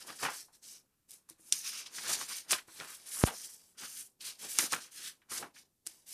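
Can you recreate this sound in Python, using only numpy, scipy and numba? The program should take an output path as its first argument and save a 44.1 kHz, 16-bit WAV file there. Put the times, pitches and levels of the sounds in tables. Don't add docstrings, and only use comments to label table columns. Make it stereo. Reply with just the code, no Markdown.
import sys
import numpy as np
from scipy import signal
from scipy.fft import rfft, irfft
from scipy.io import wavfile
from scipy.ndimage import map_coordinates
from numba import njit

SR = 44100
rng = np.random.default_rng(int(sys.argv[2]) if len(sys.argv) > 2 else 0)


def waveform_to_disk(signal):
    frames = np.transpose(np.atleast_2d(signal))
    scaled = np.clip(frames, -1, 1) * 32767
    samples = np.round(scaled).astype(np.int16)
    wavfile.write(sys.argv[1], SR, samples)


N = 270333
TIME = np.arange(N) / SR


def from_db(db):
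    return 10 ** (np.asarray(db) / 20)


def rms_one(x):
    return x / np.sqrt(np.mean(x ** 2) + 1e-20)


def in_time(rows):
    times, *columns = np.transpose(rows)
    return [np.interp(TIME, times, column) for column in columns]


def colour(x, points, size=4096):
    hz, db = np.transpose(points)
    log_hz = np.log(np.fft.rfftfreq(size, 1 / SR) + 1)
    cepstrum = irfft(np.log(from_db(np.interp(log_hz, np.log(hz), db))))
    cepstrum[1:size // 2] *= 2
    cepstrum[size // 2 + 1:] = 0
    response = irfft(np.exp(rfft(cepstrum)))
    return signal.oaconvolve(np.atleast_2d(x), response[None], axes=1)[:, :N]


def drift(rate):
    pole = np.exp(-40 * np.pi * rate / SR)
    noise = rng.standard_normal(N // 20 + 2002)
    slow = signal.lfilter([1], [1, -2 * pole, pole * pole], noise)[2000:]
    return np.interp(np.arange(N) / 20, np.arange(len(slow)), rms_one(slow))


def delayed(x, ms):
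    return map_coordinates(x, [np.arange(N) - ms * SR / 1000], order=3)


def band_pass(x, hz, q):
    return signal.lfilter(*signal.iirpeak(hz, q, fs=SR), x)


@njit
def swept_band(x, tangent, damping):
    out = np.zeros_like(x)
    for side in range(len(x)):
        band_state, low_state = 0., 0.
        for i in range(x.shape[1]):
            g = tangent[i]
            band = (band_state + g * (x[side, i] - low_state)) / (1 + g * (g + damping))
            band_state = 2 * band - band_state
            low_state += 2 * g * band
            out[side, i] = damping * band
    return out


def resonate(x, hz, height_db, q):
    height = from_db(height_db)
    band = swept_band(np.ascontiguousarray(x), np.tan(np.pi * hz / SR), 1 / q)
    return (x + (height - 1) * band) / np.sqrt(height)


def ringing(x, t60, size):
    tail = rng.standard_normal((2, size)) * np.exp(-np.log(1000) * TIME[:size] / t60)
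    tail /= np.linalg.norm(tail, axis=1, keepdims=True)
    return signal.oaconvolve(x, tail, axes=1)[:, :N]


# (frequency [Hz], relative level [dB])
HISS_TONE = [(20, 11), (160, 14), (350, 6), (800, -7.5), (2500, -6.5), (10000, -1), (15000, -2.5)]

def background_hiss(level_db=-75):
    return from_db(level_db) * rms_one(colour(rng.standard_normal((2, N)), HISS_TONE))


def room(x, t60=0.096, echo_db=-14):
    return x + from_db(echo_db) * ringing(x, t60, size=16384)


# (frequency [Hz], left minus right [dB])
PORT_BALANCE = [(100, 0.5), (550, 2), (1140, -3), (1650, -6.5), (2400, -2.5), (3400, -3), (5000, 1),
                (6200, 2.5), (7200, -4.5), (8300, -12), (9700, -14), (15000, -15.5)]

def microphone_ports(x, left_hz=5770, right_hz=8920, ring_db=2.5):
    hz, tilt_db = np.transpose(PORT_BALANCE)
    right_db = 10 * np.log10(2 / (1 + from_db(tilt_db) ** 2))
    left = colour(x[0], np.c_[hz, right_db + tilt_db])[0]
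    right = colour(x[1], np.c_[hz, right_db])[0]
    lift = from_db(ring_db) - 1
    return left + lift * band_pass(left, left_hz, q=7), right + lift * band_pass(right, right_hz, q=7)


def air_puff(port, start_s=3.23825, rise_s=.00006, hold_s=0.018, release_s=0.0053, ease_s=0.02):
    blocked_db, thump_db = -18, 2
    age = np.maximum(TIME - start_s, 0)
    freed = np.maximum(age - hold_s, 0)
    pinned = (age > 0) * np.exp(-(freed / release_s) ** 2)
    pressure = (1 - np.exp(-age / rise_s)) * np.exp(-(freed / ease_s) ** 2)
    bass_cut = signal.butter(1, 76, "high", fs=SR, output="sos")
    rumble_cut = signal.butter(2, 56, "high", fs=SR, output="sos")
    thump = signal.sosfilt(np.vstack([bass_cut, bass_cut, rumble_cut]), pressure)
    return port * from_db(blocked_db * pinned) + from_db(thump_db) * thump


# (time [s], delay of the copy [ms], strength [0-1])
HOLLOWNESS = [(.3, 0.69, 0.02), (.7, 0.71, 0.19), (1.75, 0.75, 0.2), (2.1, 0.87, 0.02), (3.3, 0.62, 0),
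              (3.97, 0.63, 0.23), (4.6, 0.78, 0), (5.07, 0.53, 0.26), (5.4, 1, 0.07)]

def hollow_tone(x, dull_hz=3000, hollow_hz=760):
    delay_ms, strength = in_time(HOLLOWNESS)
    dull = signal.sosfilt(signal.butter(1, dull_hz, fs=SR, output="sos"), x)
    late_copy = np.array([delayed(side, delay_ms) for side in dull])
    mixed = (x + strength * late_copy) / np.sqrt(1 + strength ** 2 / 2)
    return mixed - 1.5 * strength * band_pass(mixed, hollow_hz, q=1.1)


# (pitch [Hz], relative level [dB], ring time [s])
WOOD_NOTES = [(112, -12, .09), (160, -7, .08), (243, -5, .07), (324, -1.5, .11), (465, -7.5, .02)]
# (time [s], strength [dB])
KNOCKS = [(1.308, -60), (1.396, -66.5), (1.524, -55), (2.682, -58), (4.592, -43.5), (4.734, -42.5),
          (5.428, -56), (5.866, -62)]

def table_knocks(soft_hz=900, spread_db=4.0):
    out = np.zeros(N)
    times, knock_db = np.transpose(KNOCKS)
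    at = np.round(times * SR).astype(int)
    for hz, note_db, t60 in WOOD_NOTES:
        clicks = np.full(N, 1e-18)
        clicks[at] = from_db(knock_db + note_db + rng.normal(0, spread_db, len(times)))
        fade, turn = np.exp(-np.log(1000) / (t60 * SR)), 2 * np.pi * hz / SR
        out += signal.lfilter([.5, 0, -.5], [1, -2 * fade * np.cos(turn), fade * fade], clicks)
    return signal.sosfilt(signal.butter(2, soft_hz, fs=SR, output="sos"), out)


# (pitch [Hz], relative level [dB])
CORNER_NOTES = [(3300, -13.5), (5850, -1.5), (7500, 0.5), (9150, -2)]

def corner_flick(start_s=1.5241, bounce_ms=0.538, gain_db=-10.3, t60=0.0036):
    out = np.zeros(N)
    for hit_s in (start_s, start_s + bounce_ms / 1000):
        age = np.clip(TIME - hit_s, 0, .1)
        notes = sum((-1) ** k * from_db(db) * np.sin(2 * np.pi * hz * age)
                    for k, (hz, db) in enumerate(CORNER_NOTES))
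        out += notes * np.exp(-np.log(1000) * age / t60)
    return from_db(gain_db) * out


# (time [s], level [dB], pitch [Hz], fade time [ms])
CREASES = [(.226, -41, 730, 61), (.25, -29.5, 1680, 16), (.285, -37, 1030, 22), (0.483, -66.5, 960, 39),
           (1.108, -34, 9370, 0.82), (1.117, -30, 9600, 0.31), (1.288, -60.5, 1290, 20),
           (1.289, -49.5, 8700, 19), (1.2996, -28, 9400, 0.27), (1.5242, -20, 5750, 4.5),
           (1.861, -43.5, 3598, 11), (1.983, -37, 1750, 6.4), (2.088, -44.5, 766, 54),
           (2.131, -31, 8350, 7), (2.212, -34.5, 1240, 4.7), (2.508, -24, 6440, 11),
           (2.508, -32.5, 1890, 21), (2.5164, -19.5, 7400, 3.6), (2.5212, -16.5, 8700, 2.4),
           (2.521, -36, 520, 13), (2.5303, -20, 1710, 2.1), (2.53, -27, 3180, 10),
           (2.584, -39.5, 2210, 9.8), (2.682, -55, 1290, 23), (2.8, -32, 2880, 2.2),
           (2.809, -36.5, 1480, 5.5), (3.254, -29, 9500, 20), (3.263, -40, 3380, 29), (3.272, -40, 677, 40),
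           (4.207, -46, 4300, 26), (4.5872, -7.5, 7880, 0.87), (4.587, -25, 1710, 11.5),
           (4.5914, -23.5, 6000, 5.4), (4.722, -21, 7350, 1.6), (4.722, -34, 1090, 7.8),
           (4.731, -19, 6600, 0.97), (4.734, -23, 1640, 4.3), (5.218, -61.5, 1770, 12),
           (5.296, -54.5, 6630, 19), (5.376, -34, 6500, 11), (5.425, -37, 1120, 18),
           (5.561, -52, 2036, 13.5), (5.866, -25.5, 8200, 1.1), (5.866, -45.5, 1580, 3.2),
           (5.8717, -21.5, 8070, 0.82)]

def crease_snaps(shared=0.32, rise_cycles=0.46, crack=0.93, crackle_db=2.5, grain_ms=0.54, size=4096):
    out, age_ms = np.zeros((2, N)), 1000 * np.arange(size) / SR
    grain = (age_ms / grain_ms).astype(int)
    for start_s, db, hz, fade_ms in CREASES:
        noise = rng.standard_normal((3, size))
        jumps = from_db(crackle_db * np.clip(rng.standard_normal(size), -2, 2))[grain]
        shape = np.exp(-age_ms / fade_ms) * (1 - np.exp(-TIME[:size] * hz / rise_cycles))
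        burst = (np.sqrt(shared) * noise[2] + np.sqrt(1 - shared) * noise[:2]) * shape * jumps
        burst[:, 0] += crack / fade_ms ** 2
        q = max(1, hz / 6500)
        burst = band_pass(band_pass(burst, hz, q), hz, q)
        burst *= np.linalg.norm(shape) / np.linalg.norm(burst, axis=1, keepdims=True)
        at = round(start_s * SR)
        out[:, at:at + size] += from_db(db) * burst[:, :N - at]
    return out


def slips(per_s, spread_db, bed):
    sizes = from_db(spread_db * np.minimum(rng.exponential(1, N), 4)) * rng.choice([-1, 1], N)
    clicks = rms_one(sizes * (rng.random(N) < per_s / SR))
    return rms_one(clicks + bed * rng.standard_normal(N))


# (time [s], left side's delay [ms], left minus right [dB])
PAGE_PLACE = [(0, 0.032, 0), (.6, 0.2, 4), (1.7, -0.0013, 1), (2.7, 0.048, 0.5), (3.45, -0.067, 1.5),
              (4.5, -.09, 1), (5.4, 0.12, 1)]

def paper(tone, per_s, spread_db, bed, patchy_db, shared, ring_db, t60):
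    lag_ms, _ = in_time(PAGE_PLACE)
    contact = slips(per_s, spread_db, bed)
    contact = np.array([delayed(contact, lag_ms), contact])
    sheet = np.array([slips(per_s, spread_db, bed) for side in range(2)])
    flat, curled = (ringing(sheet, t60, size=2048) for shape in range(2))
    curl = 2 * drift(0.99)
    sheet = rms_one(sheet + from_db(ring_db) * (np.cos(curl) * flat + np.sin(curl) * curled))
    both = np.sqrt(shared) * contact + np.sqrt(1 - shared) * sheet
    return rms_one(colour(both * from_db(patchy_db * drift(40)), tone))


def pan_with_page(x):
    _, pan_db = in_time(PAGE_PLACE)
    return x * from_db(np.outer([1, -1], pan_db) / 2)


# (crest time [s], flutter level [dB], build-up time [s], rumble above flutter [dB], pitch [Hz])
PAGE_FLAPS = [(0.103, -45.5, 0.039, -6, 850), (0.237, -32, 0.011, -6.5, 996),
              (0.262, -30, 0.012, -15, 1468), (1.985, -54.5, 0.012, -2, 1500),
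              (2.104, -44.5, 0.04, -4.5, 1345), (2.225, -47, 0.23, -9.5, 846),
              (2.302, -46.5, 0.013, -13.5, 1150), (2.535, -38.5, 0.024, -9.5, 1683),
              (2.818, -43, 0.023, -8, 1580), (2.901, -50.5, 0.0083, -19, 1600),
              (3.282, -38.5, 0.052, -7.5, 1130), (3.834, -47, 0.025, -7.5, 1450),
              (4.444, -54, 0.018, 3.5, 1500), (4.635, -43, 0.031, -3, 1695), (4.73, -33, 0.0043, -9, 950),
              (5.07, -56.5, 0.14, -25, 2300), (5.318, -43.5, 0.0082, -8, 1140),
              (5.434, -50, 0.048, 2, 1100)]

def flap_curves(rub_gain, settle_db_per_s=283.5, sag_octaves_per_s=14, sag_s=0.095):
    shake_db, shake_hz = -16, 2500
    drag_db, drag_follows = -54.5, 0.32
    flutter_power = (from_db(shake_db) * rub_gain) ** 2
    rumble_power = (from_db(drag_db) * rub_gain ** drag_follows) ** 2
    weighted_hz = flutter_power * shake_hz
    for crest_s, db, build_s, rumble_db, hz in PAGE_FLAPS:
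        age = np.clip(TIME - crest_s, -1, 1)
        gain = np.exp(np.minimum(age, 0) / build_s) * from_db(db - settle_db_per_s * np.maximum(age, 0))
        flutter_power += gain ** 2
        rumble_power += (gain * from_db(rumble_db)) ** 2
        weighted_hz += gain ** 2 * hz * 2 ** (-sag_octaves_per_s * np.clip(age, 0, sag_s))
    return np.sqrt(flutter_power), np.sqrt(rumble_power), weighted_hz / flutter_power


# (frequency [Hz], relative level [dB])
FLUTTER_TONE = [(25, -55.5), (150, -31), (500, -14.5), (800, -9), (1150, -0.5), (1600, 0), (2100, -3),
                (3000, -5.5), (5000, -13.5), (12000, -37.5)]
RUMBLE_TONE = [(25, -38), (60, -16), (120, -4.5), (220, -1), (380, 1), (600, 0.5), (900, -1.5),
               (1500, -13.5), (4000, -43.5)]
# (pitch [Hz], relative level [dB])
SHEET_NOTES = [(1034, 1.5), (1236, 4), (1367, 3), (1562, 4), (1928, 1)]

def bending(flutter_gain, rumble_gain, flutter_hz, note_width_hz=18, notes_db=4):
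    flutter = paper(FLUTTER_TONE, per_s=1200, spread_db=3.5, bed=0.39,
                    patchy_db=3.0, shared=0.39, ring_db=0.5, t60=0.13)
    rumble = paper(RUMBLE_TONE, per_s=600, spread_db=4.0, bed=0.79,
                   patchy_db=0.5, shared=0.5, ring_db=-4.0, t60=0.091)
    flutter = flutter_gain * resonate(flutter, flutter_hz, height_db=3, q=1.8)
    hard_flaps = flutter * flutter_gain / flutter_gain.max()
    ring = sum(from_db(notes_db + db) * band_pass(hard_flaps, hz, hz / note_width_hz)
               for hz, db in SHEET_NOTES)
    return flutter + ring + rumble_gain * rumble


# (start [s], end [s], pitch [Hz], lift above the rest [dB])
GRIPS = [(0, 0.496, 4960, 5.5), (.59, 0.882, 6130, 5), (1.5, 1.9, 5600, 6), (1.628, 1.864, 2640, 6),
         (1.903, 2.267, 6800, 4.5), (3.033, 3.3, 9700, 3.5), (3.31, 3.671, 5260, 6), (4.15, 4.37, 4270, 7),
         (4.15, 4.375, 2550, 5), (4.9, 5.2, 2940, 4)]

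def zipping(x, wander_octaves=0.04):
    wander = 2 ** (wander_octaves * drift(12))
    for start, end, hz, height_db in GRIPS:
        held = (TIME >= start) & (TIME < end)
        x = resonate(x, hz * wander, height_db * held, q=3.7)
    return x


# (start [s], length [s], rubbing level [dB], swell from start to end [dB], swish above rubbing [dB])
HAND_STROKES = [(0, 0.0087, -42.5, -10, 2.5), (0.063, 0.059, -49.5, -3.5, 2),
                (0.149, 0.015, -50.5, -3, 3.5), (0.179, 0.054, -45.5, 19.5, 1.5),
                (0.294, 0.11, -47, -2, 4.5), (0.521, 0.032, -65, 1, 5.5), (0.62, 0.14, -54, -2.5, 3.5),
                (1.081, 0.059, -61, 9, 6), (1.286, 0.0083, -54.5, -3, -5), (1.378, 0.13, -68.5, 17, 10.5),
                (1.518, 0.1, -42.5, -11, 5.5), (1.626, 0.068, -38, 5.5, 0.5),
                (1.714, 0.082, -39.5, 5.5, -2), (1.853, 0.029, -47, -21, -6),
                (1.898, 0.043, -57.5, 18.5, 0.5), (1.934, 0.15, -43, 7, -2), (2.067, 0.069, -34, 6.5, -0.5),
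                (2.162, 0.062, -43.5, 7.5, 2), (2.277, 0.11, -43, 0, 0), (2.476, 0.044, -41, 24.5, -3),
                (2.666, 0.18, -56, 9, 0), (2.866, 0.091, -52, -0.5, 2.5), (2.974, 0.17, -56, 18, -0.5),
                (3.055, 0.2, -50, 12.5, 11), (3.315, 0.14, -50, 4.5, 7), (3.48, 0.28, -67, -26.5, 7.5),
                (3.772, 0.084, -46.5, 5, -1.5), (3.867, 0.14, -52.5, 8, 9), (4.199, 0.086, -43, 12, 2),
                (4.385, 0.082, -46.5, 4, -2.5), (4.481, 0.096, -44.5, 0.5, 4),
                (4.579, 0.058, -35.5, -1, 4.5), (4.695, 0.04, -42.5, 8, 1.5), (4.79, 0.053, -50.5, 2, -2.5),
                (4.908, 0.063, -57.5, -7, 6.5), (4.944, 0.13, -44.5, 7, -1), (5.294, 0.092, -43, 3.5, 2),
                (5.538, 0.053, -57, 5, -3), (5.854, 0.18, -63, -18.5, 2), (6.058, 0.079, -55, 11, 5.5)]

def stroke_gains(grip_s=0.0076, coast_db_per_s=311):
    rub_power, swish_power = np.full((2, N), 1e-14)
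    for start, length, db, swell_db, swish_db in HAND_STROKES:
        age = TIME - start
        grip = .5 + .5 * np.tanh(age / grip_s - 1)
        push_db = swell_db * (np.clip(age / length, 0, 1) - .5)
        gain = grip * from_db(db + push_db - coast_db_per_s * np.clip(age - length, 0, 1))
        rub_power += gain ** 2
        swish_power += (gain * from_db(swish_db)) ** 2
    return np.sqrt(rub_power), np.sqrt(swish_power)


# (frequency [Hz], relative level [dB])
RUB_TONE = [(300, -27.5), (900, -34.5), (1700, -6), (2600, -6.5), (3400, -4.5), (4400, -1), (5700, -3),
            (7200, -7), (9500, -8.5), (15000, -25)]
SWISH_TONE = [(3000, -31), (6000, -8), (8000, -6), (9700, -3), (11000, -7.5), (12500, -8.5), (14800, -14)]

def sliding(rub_gain, swish_gain, ticks_db=-14.5):
    rub = paper(RUB_TONE, per_s=4000, spread_db=3.5, bed=0.68,
                patchy_db=1.8, shared=0.2, ring_db=-2.0, t60=0.038)
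    swish = paper(SWISH_TONE, per_s=3300, spread_db=4.5, bed=0.96,
                  patchy_db=2.08, shared=0.13, ring_db=-4.5, t60=0.022)
    ticks = rms_one(colour(slips(per_s=310, spread_db=3.5, bed=0), SWISH_TONE))
    return zipping(rub_gain * rub + swish_gain * (swish + from_db(ticks_db) * ticks))


def scene():
    rub_gain, swish_gain = stroke_gains()
    pages = sliding(rub_gain, swish_gain) + bending(*flap_curves(rub_gain))
    pages = pan_with_page(hollow_tone(pages) + crease_snaps() + corner_flick())
    left, right = microphone_ports(room(pages + table_knocks()))
    return np.array([left, air_puff(right)]) + background_hiss()


def record(dry, limit=.9, cutoff_hz=14650):
    treble_cut = signal.ellip(14, .1, 120, cutoff_hz, fs=SR, output="sos")
    return signal.sosfilt(treble_cut, np.clip(dry, -limit, limit))


dry = scene()
out = record(dry)
waveform_to_disk(out)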